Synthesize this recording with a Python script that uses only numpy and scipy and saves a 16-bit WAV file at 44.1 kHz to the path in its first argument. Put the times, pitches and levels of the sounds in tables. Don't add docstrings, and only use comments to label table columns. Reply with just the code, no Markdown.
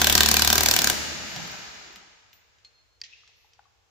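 import sys
import numpy as np
from scipy import signal
from scipy.fft import rfft, irfft
from scipy.io import wavfile

SR = 44100
rng = np.random.default_rng(int(sys.argv[2]) if len(sys.argv) > 2 else 0)


def linear_from_db(decibels):
    return 10 ** (np.asarray(decibels, float) / 20)


def digitize_waveform(pressure):
    field = np.atleast_2d(pressure).T
    bounded = np.clip(field, -1, 1)
    quanta = np.round(bounded * 32767).astype(np.int16)
    wavfile.write(sys.argv[1], SR, quanta)


N = 171990
RUN_IN_S = 1.0
LEAD = int(RUN_IN_S * SR)
M = N + LEAD


def rms_one(x):
    return x / np.sqrt(np.mean(x ** 2) + 1e-20)


def at_hz(points, hz):
    points = np.array(points)
    return np.interp(np.log(hz), np.log(points[:, 0]), points[:, 1])


def in_time(rows):
    return np.interp(np.arange(N) / SR, *np.transpose(rows))


def colour(x, points):
    size = 4096
    hz = np.arange(1, size // 2 + 2) * SR / size
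    cepstrum = irfft(np.log(linear_from_db(at_hz(points, hz))))
    cepstrum[1:size // 2] *= 2
    taps = irfft(np.exp(rfft(cepstrum[:size // 2], size)))[:size // 2]
    return signal.oaconvolve(x, taps[None], axes=1)[:, :x.shape[1]]


def band(x, low_hz, high_hz):
    return signal.sosfilt(signal.butter(2, [low_hz, high_hz], "band", fs=SR, output="sos"), x)


def clicks(s, gains):
    out = np.zeros(M)
    np.add.at(out, (np.asarray(s) * SR).astype(int) + LEAD, gains)
    return out


def ring(x, hz, t60):
    r = linear_from_db(-60 / (max(t60, .003) * SR))
    w = 2 * np.pi * min(hz, .45 * SR) / SR
    return signal.lfilter([0, np.sin(w)], [1, -2 * r * np.cos(w), r * r], x + 1e-18)


def puffs(s, db, t60):
    envelope = signal.lfilter([1], [1, -linear_from_db(-60 / (t60 * SR))], clicks(s, linear_from_db(db)) + 1e-18)
    return envelope * rng.standard_normal(M)


def space(x, t60_of, size):
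    t = np.arange(size) / SR
    bounds_hz = 40 * 2 ** np.arange(0, 9.1, .5)
    white, tail = rng.standard_normal((2, 2, size)), 0
    for k, (low, high) in enumerate(zip(bounds_hz, bounds_hz[1:])):
        t60 = t60_of(np.sqrt(low * high))
        tail = tail + band(white[k % 2], low, high) * linear_from_db(-60 * t / t60) / np.sqrt(t60)
    tail = tail / np.sqrt(np.sum(tail ** 2) / 2)
    return signal.fftconvolve(x[None], tail, axes=1)[:, :M]


def hall(x):
    # pitch_hz, t60_s
    hall_t60 = [(60, 1.91), (300, 1.5), (1000, 2), (3000, 1.8349), (7000, 1.73), (9000, 0.89), (13000, 1.0),
                (16000, 0.97)]
    # pitch_hz, level_db
    hall_colour = [(60, -0.5), (300, 3.5), (1000, 1.5), (2000, 3), (4000, -2), (7500, -5), (9000, -7),
                   (16000, -14.5)]
    tail = space(x, lambda hz: at_hz(hall_t60, hz), size=2 * SR)
    return colour(tail, hall_colour)


def quiet():
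    # pitch_hz, level_db_per_hz
    room_tone = [(25, -33), (70, -7), (115, -8), (160, -24), (270, -27), (420, -21), (7300, -28),
                 (8300, -45)]
    air = linear_from_db(-69.5) * rms_one(colour(rng.standard_normal((2, N)), room_tone))
    return air + linear_from_db(-86) * np.sin(2 * np.pi * 463 * np.arange(N) / SR)


def stir(rows, low_hz, high_hz):
    one, two = rng.standard_normal((2, N))
    ports = np.array([one + 0.31 * two, one - 1.4 * two])
    rubbed = band(band(ports, low_hz, high_hz), low_hz, high_hz)
    return linear_from_db(in_time(rows)) * rms_one(rubbed)


def rubbing():
    # time_s, level_db
    scuff = [(1.0, -73), (1.15, -48.5), (1.33, -57.5), (1.36, -39.5), (1.45, -48), (1.55, -53), (1.66, -71),
             (1.9, -76), (2.0, -69), (2.12, -110)]
    # time_s, level_db
    rustle = [(3.32, -110), (3.37, -76), (3.5, -79), (3.55, -110)]
    # time_s, level_db
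    glove = [(1.72, -91), (1.8, -69), (1.88, -61), (1.95, -68), (2.08, -68), (2.3, -110)]
    # time_s, level_db
    slide = [(1.1, -85), (1.3, -55), (1.55, -60.5), (1.9, -74), (2.1, -110)]
    soft = stir(scuff, 117, 237.5) + stir(glove, 300, 437)
    return soft + stir(rustle, 10000, 14000) + stir(slide, 9000, 15900)


def knocks_and_chinks():
    # start_s, level_db, pitch_hz, t60_s, left_minus_right_db
    knocks = [(1.362, -28.5, 746, .02, 2), (1.397, -35, 795, 0.027, 2), (1.452, -33, 883, 0.018, 2),
              (1.495, -40, 1610, 0.054, 0), (1.53, -38.5, 1520, .05, -1), (1.54, -36, 760, 0.018, 5),
              (1.69, -50, 577, 0.026, 0), (1.81, -45, 782, 0.032, 2), (1.965, -48, 188, 0.048, -2),
              (2.03, -47.5, 825, .02, 8), (3.234, -48, 1220, 0.008, 2), (3.291, -57, 764, 0.011, 11.5),
              (3.445, -51.5, 840, 0.018, 5.5), (3.591, -40.5, 800, 0.017, 4), (3.593, -45, 1440, 0.0094, 6),
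              (3.654, -55, 1120, 0.046, 7)]
    # start_s, level_db, pitch_hz, t60_s, left_minus_right_db
    chinks = [
        (3.118, -53, 2594, 0.036, 6),
        (3.127, -49, 2630, 0.033, 13),
        (3.134, -38.5, 2584, 0.03, 9),
        (3.139, -61, 2785, 0.81, -1),
    ]
    out = np.zeros((2, M))
    for rows, click_db in ((knocks, 5), (chinks, -20)):
        for s, db, hz, t60, pan_db in rows:
            body = band(ring(clicks([s], linear_from_db(db)), hz, t60), 0.92 * hz, 1.36 * hz)
            touch = band(clicks([s], linear_from_db(db + click_db)), 0.89 * hz, 3.5 * hz)
            out = out + (body + touch) * linear_from_db(np.array([[.5], [-.5]]) * pan_db)
    return out


def extension_bar():
    start_s, gripped_s, pitch_hz, beat_hz, t60_s = 2.648, 3.0, 4257, 6.9, 1.35
    song = ring(clicks([start_s], linear_from_db(-65)), pitch_hz, t60_s)
    song = song + ring(clicks([start_s], linear_from_db(-65.5)), pitch_hz + beat_hz, t60_s)
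    song = song * np.clip((gripped_s + RUN_IN_S - np.arange(M) / SR) / .02, 0, 1)
    return song + band(clicks([start_s], linear_from_db(-38)), 5000, 8500)


def socket_ticks():
    # start_s, peak_db, ping_hz, ping_t60_s, ping_db
    ticks = [(1.362, -24, 13850, 0.0091, -47), (1.475, -43, 12500, .01, -42), (1.515, -48, 15200, .02, -39),
             (1.59, -40, 13000, .01, -55), (1.926, -50, 14610, 0.032, -57.5),
             (1.959, -32, 12740, 0.0092, -59), (2.330, -41.5, 14680, 0.28, -57),
             (2.584, -54, 3640, .02, -64), (2.648, -41, 4265, 0.076, -45.5), (3.014, -59, 12900, .008, -59),
             (3.19, -64, 4290, .01, -60), (3.276, -44, 3400, .012, -48), (3.534, -48.5, 4770, 0.013, -53.5),
             (3.64, -62, 3950, .02, -66), (3.003, -55, 4520, 0.017, -70)]
    t60_s, low_hz, high_hz, socket_free_s = 0.024, 2000, 6500, 2.1
    s, db = np.transpose(ticks)[:2]
    cracks = band(puffs(s, db, t60_s), low_hz, high_hz)
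    cracks = band(cracks, 0.62 * low_hz, 1.12 * high_hz)
    bright = s < socket_free_s
    cracks = cracks + band(puffs(s[bright], db[bright] - 11, t60_s / 2), 8600, 15500)
    pings = sum(ring(clicks([start], linear_from_db(ping_db)), hz, t60) for start, _, hz, t60, ping_db in ticks)
    return cracks, pings


def socket_clank():
    # start_s, level_db
    bounces = [
        (3.015, -32),
        (3.02, -56),
        (3.04, -43),
        (3.048, -48),
        (3.058, -56),
        (3.064, -52.5),
    ]
    # pitch_hz, level_db, t60_s
    modes = [(1876, -5.5, 0.024), (2580, -4.5, 0.017), (3330, -8.5, 0.0044), (4304, 2.5, 0.0093),
             (4770, 3.5, 0.019), (5533, -1.5, 0.017), (6100, -22, 0.0069), (7400, -28, 0.0078)]
    wall_delay_s = .021
    s, db = np.transpose(bounces)
    steep = signal.butter(5, [1660, 6500], "band", fs=SR, output="sos")
    clank = puffs(s, db + 6, 0.011)
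    for k, (hz, level_db, t60) in enumerate(modes):
        luck = rng.standard_normal(len(s))
        hits = clicks(s, linear_from_db(db + level_db + 2.0 * luck))
        clank = clank + (-1) ** k * ring(hits, hz, t60)
    wash = band(clicks(s[:1] + wall_delay_s, linear_from_db(db[0] + 25.5)), 2140, 6800)
    return signal.sosfilt(steep, clank), signal.sosfilt(steep, wash)


def handling():
    cracks, pings = socket_ticks()
    clank, wash = socket_clank()
    rings = pings + knocks_and_chinks()
    direct = cracks + rings + extension_bar() + clank
    return direct, cracks + wash + linear_from_db(-6) * rings.mean(0)


def hammer_blows():
    # start_s, peak_db, wheel_ring_db, socket_body_db, anvil_ring_db
    blows = [(0.0151, -3.5, -18, -14, -20), (0.0426, -7, -16, -10, -19), (0.0688, -3.5, -18, -14.5, -19),
             (0.0966, -4.5, -21.5, -13.5, -18.5), (0.1238, -4.5, -29, -14.5, -17.5),
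             (0.1509, -2, -21, -22, -14), (0.177, -3.5, -18.5, -16, -17.5),
             (0.2052, -2.5, -16.5, -13, -19.5), (0.2314, -6, -25, -13.5, -17.5),
             (0.2585, -6, -20.5, -16, -17), (0.286, -5.5, -16.5, -21, -14.5),
             (0.3126, -3, -27.5, -22, -16.5), (0.3399, -6.5, -21, -14, -15),
             (0.3665, -3.5, -19.5, -16.5, -15.5), (0.3931, -6.5, -15.5, -18.5, -13.5),
             (0.4191, -3.5, -21.5, -16.5, -15), (0.4462, -6, -20, -18, -16), (0.4735, -3, -20, -16.5, -14),
             (0.5002, -5.5, -18.5, -17, -16.5), (0.5266, -2, -18.5, -16.5, -18),
             (0.5539, -6.5, -16.5, -19.5, -15.5), (0.5787, -3, -24, -20, -17),
             (0.6059, -4.5, -21.5, -18, -15.5), (0.6321, -4.5, -25, -20, -16),
             (0.6586, -3.5, -22.5, -17.5, -15), (0.6846, -4.5, -20.5, -17.5, -15),
             (0.7104, -3.5, -23, -20.5, -13.5), (0.7371, -6, -20, -16.5, -17),
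             (0.7624, -6, -19.5, -14.5, -15.5), (0.788, -5.5, -22, -13.5, -13.5),
             (0.817, -8, -17.5, -17.5, -15.5), (0.8417, -4.5, -18, -20, -16.5),
             (0.8708, -6.5, -13.5, -16.5, -17), (0.8977, -3.5, -18.5, -15, -20.5)]
    seating_hz = [1100, 1600, 2200, 3200, 4600, 6500]
    period_s, run_in_db, seating_share, lead_s = .027, -5.5, 1.1, .0001
    usual = np.mean(blows, axis=0)
    before = [(blows[0][0] - period_s * k, run_in_db, *usual[2:]) for k in range(36, 0, -1)]
    around_usual = np.transpose(before + list(blows)) - (usual * [0, 0, 1, 1, 1])[:, None]
    s, db, wheel_db, body_db, anvil_db = around_usual
    none = 0 * s
    seats = seating_share * np.transpose([none, wheel_db, none, body_db, anvil_db, none])

    def seat_db(hz):
        return np.array([np.interp(hz, seating_hz, row) for row in seats])

    return s - lead_s, db, seat_db


def blow_rattle(s, db, seat_db):
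    # pitch_hz, level_db_per_hz
    blow_colour = [(40, -12.5), (180, -7.5), (500, -10.5), (750, -8), (2000, -8.5), (3200, -3.5),
                   (6000, -2), (16000, -5.5)]
    attack_s, hold_s, t60_s, t60_tilt = 0.0017, 0.0017, 0.022, -.2
    grit_db, luck_db = 2.5, 1.2
    bounds_hz = [30, 60, 120, 250, 500, 900, 1300, 1900, 2600, 3900, 5200, 8000, 11000, 19000]
    span = LEAD + SR
    t = np.arange(2000) / SR
    attack = np.clip(t / attack_s, 0, 1) ** 2
    grit = np.repeat(rng.standard_normal(span // 10), 10)
    white = rms_one(rng.standard_normal((2, 2, span)) * linear_from_db(grit_db * grit))
    burst = 0
    for k, (low, high) in enumerate(zip(bounds_hz, bounds_hz[1:])):
        t60 = t60_s * (max(low, 500) / 3000) ** t60_tilt
        shape = attack * linear_from_db(-60 * np.maximum(t - hold_s, 0) / t60)
        luck = rng.standard_normal(len(s))
        hits = clicks(s, linear_from_db(db + seat_db(np.sqrt(low * high)) + luck_db * luck))[:span]
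        envelope = signal.oaconvolve(hits, shape)[:span]
        burst = burst + band(white[k % 2] * envelope, low, high)
    return np.pad(linear_from_db(-0.5) * colour(burst, blow_colour), ((0, 0), (0, M - span)))


def wheel_ring(s, db, seat_db):
    # pitch_hz, level_db, t60_s
    modes = [(730.4, -33.5, 0.044), (999, -42.5, 0.13), (1579, -28.5, 0.033), (3497, -24, 0.012),
             (4414, -32, 0.027), (5980, -28.5, 0.03), (8060, -31.5, 0.02), (12200, -33, .012)]
    delay_s, out = .0012, 0
    for hz, level_db, t60 in modes:
        luck, sign = rng.standard_normal((2, len(s)))
        gains = linear_from_db(db + level_db + 10.5 + seat_db(hz) + 1.5 * luck) * np.sign(sign)
        out = out + ring(clicks(s + delay_s, gains), hz, t60)
    return out


def tyre_boom(s, db):
    # pitch_hz, level_db, t60_s
    modes = [(74, -57, 1.25), (66.02, -56, 0.39), (114, -56.5, 0.25), (139.1, -55.5, 0.14),
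             (222.1, -49.5, .4), (295.5, -52, .25), (370, -57.5, 0.43)]
    push = clicks(s, linear_from_db(db + 11))
    return sum(linear_from_db(level_db) * ring(push, hz, t60) for hz, level_db, t60 in modes)


def wrench():
    s, db, seat_db = hammer_blows()
    rattle, side = blow_rattle(s, db, seat_db)
    wheel = wheel_ring(s, db, seat_db)
    tyre = tyre_boom(s, db)
    mid = rattle + wheel + tyre
    side = linear_from_db(-0.5) * side + linear_from_db(-11) * np.roll(tyre, 150)
    return rattle + linear_from_db(-13.5) * wheel, np.array([mid + side, mid - side])


def microphone(x):
    # pitch_hz, level_db
    capsule = [(40, 0.9), (1000, -1.56), (7300, 0.18), (8300, -7), (10500, -13), (12000, -3.5),
               (15600, -5.5)]
    return colour(x, capsule)


def scene():
    # time_s, level_db
    gain = [(0, 1.28), (.9, 0.23), (1.2, 2.5), (1.5, 10), (1.9, 14), (2.15, 12), (2.4, 12.5), (3.9, 35)]
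    # pitch_hz, level_db
    left_port = [(40, 2), (250, 1), (500, 2), (1000, 2), (2500, 0.2), (6000, 0.1), (9000, 2.5), (16000, 7)]
    direct, spread = handling()
    near = linear_from_db(-3) * space(spread, lambda hz: .12, size=6000)
    hands = (direct + near + linear_from_db(-1) * hall(spread))[:, LEAD:]
    blows, tool = wrench()
    early = linear_from_db(-7.5) * space(blows, lambda hz: .3, size=12000)
    tool = (tool + linear_from_db(-1.2) * hall(blows) + early)[:, LEAD:]
    heard = microphone(tool * linear_from_db(in_time(gain)) + hands + rubbing()) + quiet()
    return linear_from_db(-1.14) * np.vstack([colour(heard[:1], left_port), heard[1:]])


def roll_off(x):
    return signal.sosfilt(signal.butter(12, 16990, fs=SR, output="sos"), x)


def record(dry):
    cut = signal.sosfilt(signal.cheby2(12, 60, 16400, fs=SR, output="sos"), dry)
    mix = 1.225 * np.tanh(cut / 1.015)
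    return roll_off(mix)


dry = scene()
out = record(dry)
digitize_waveform(out)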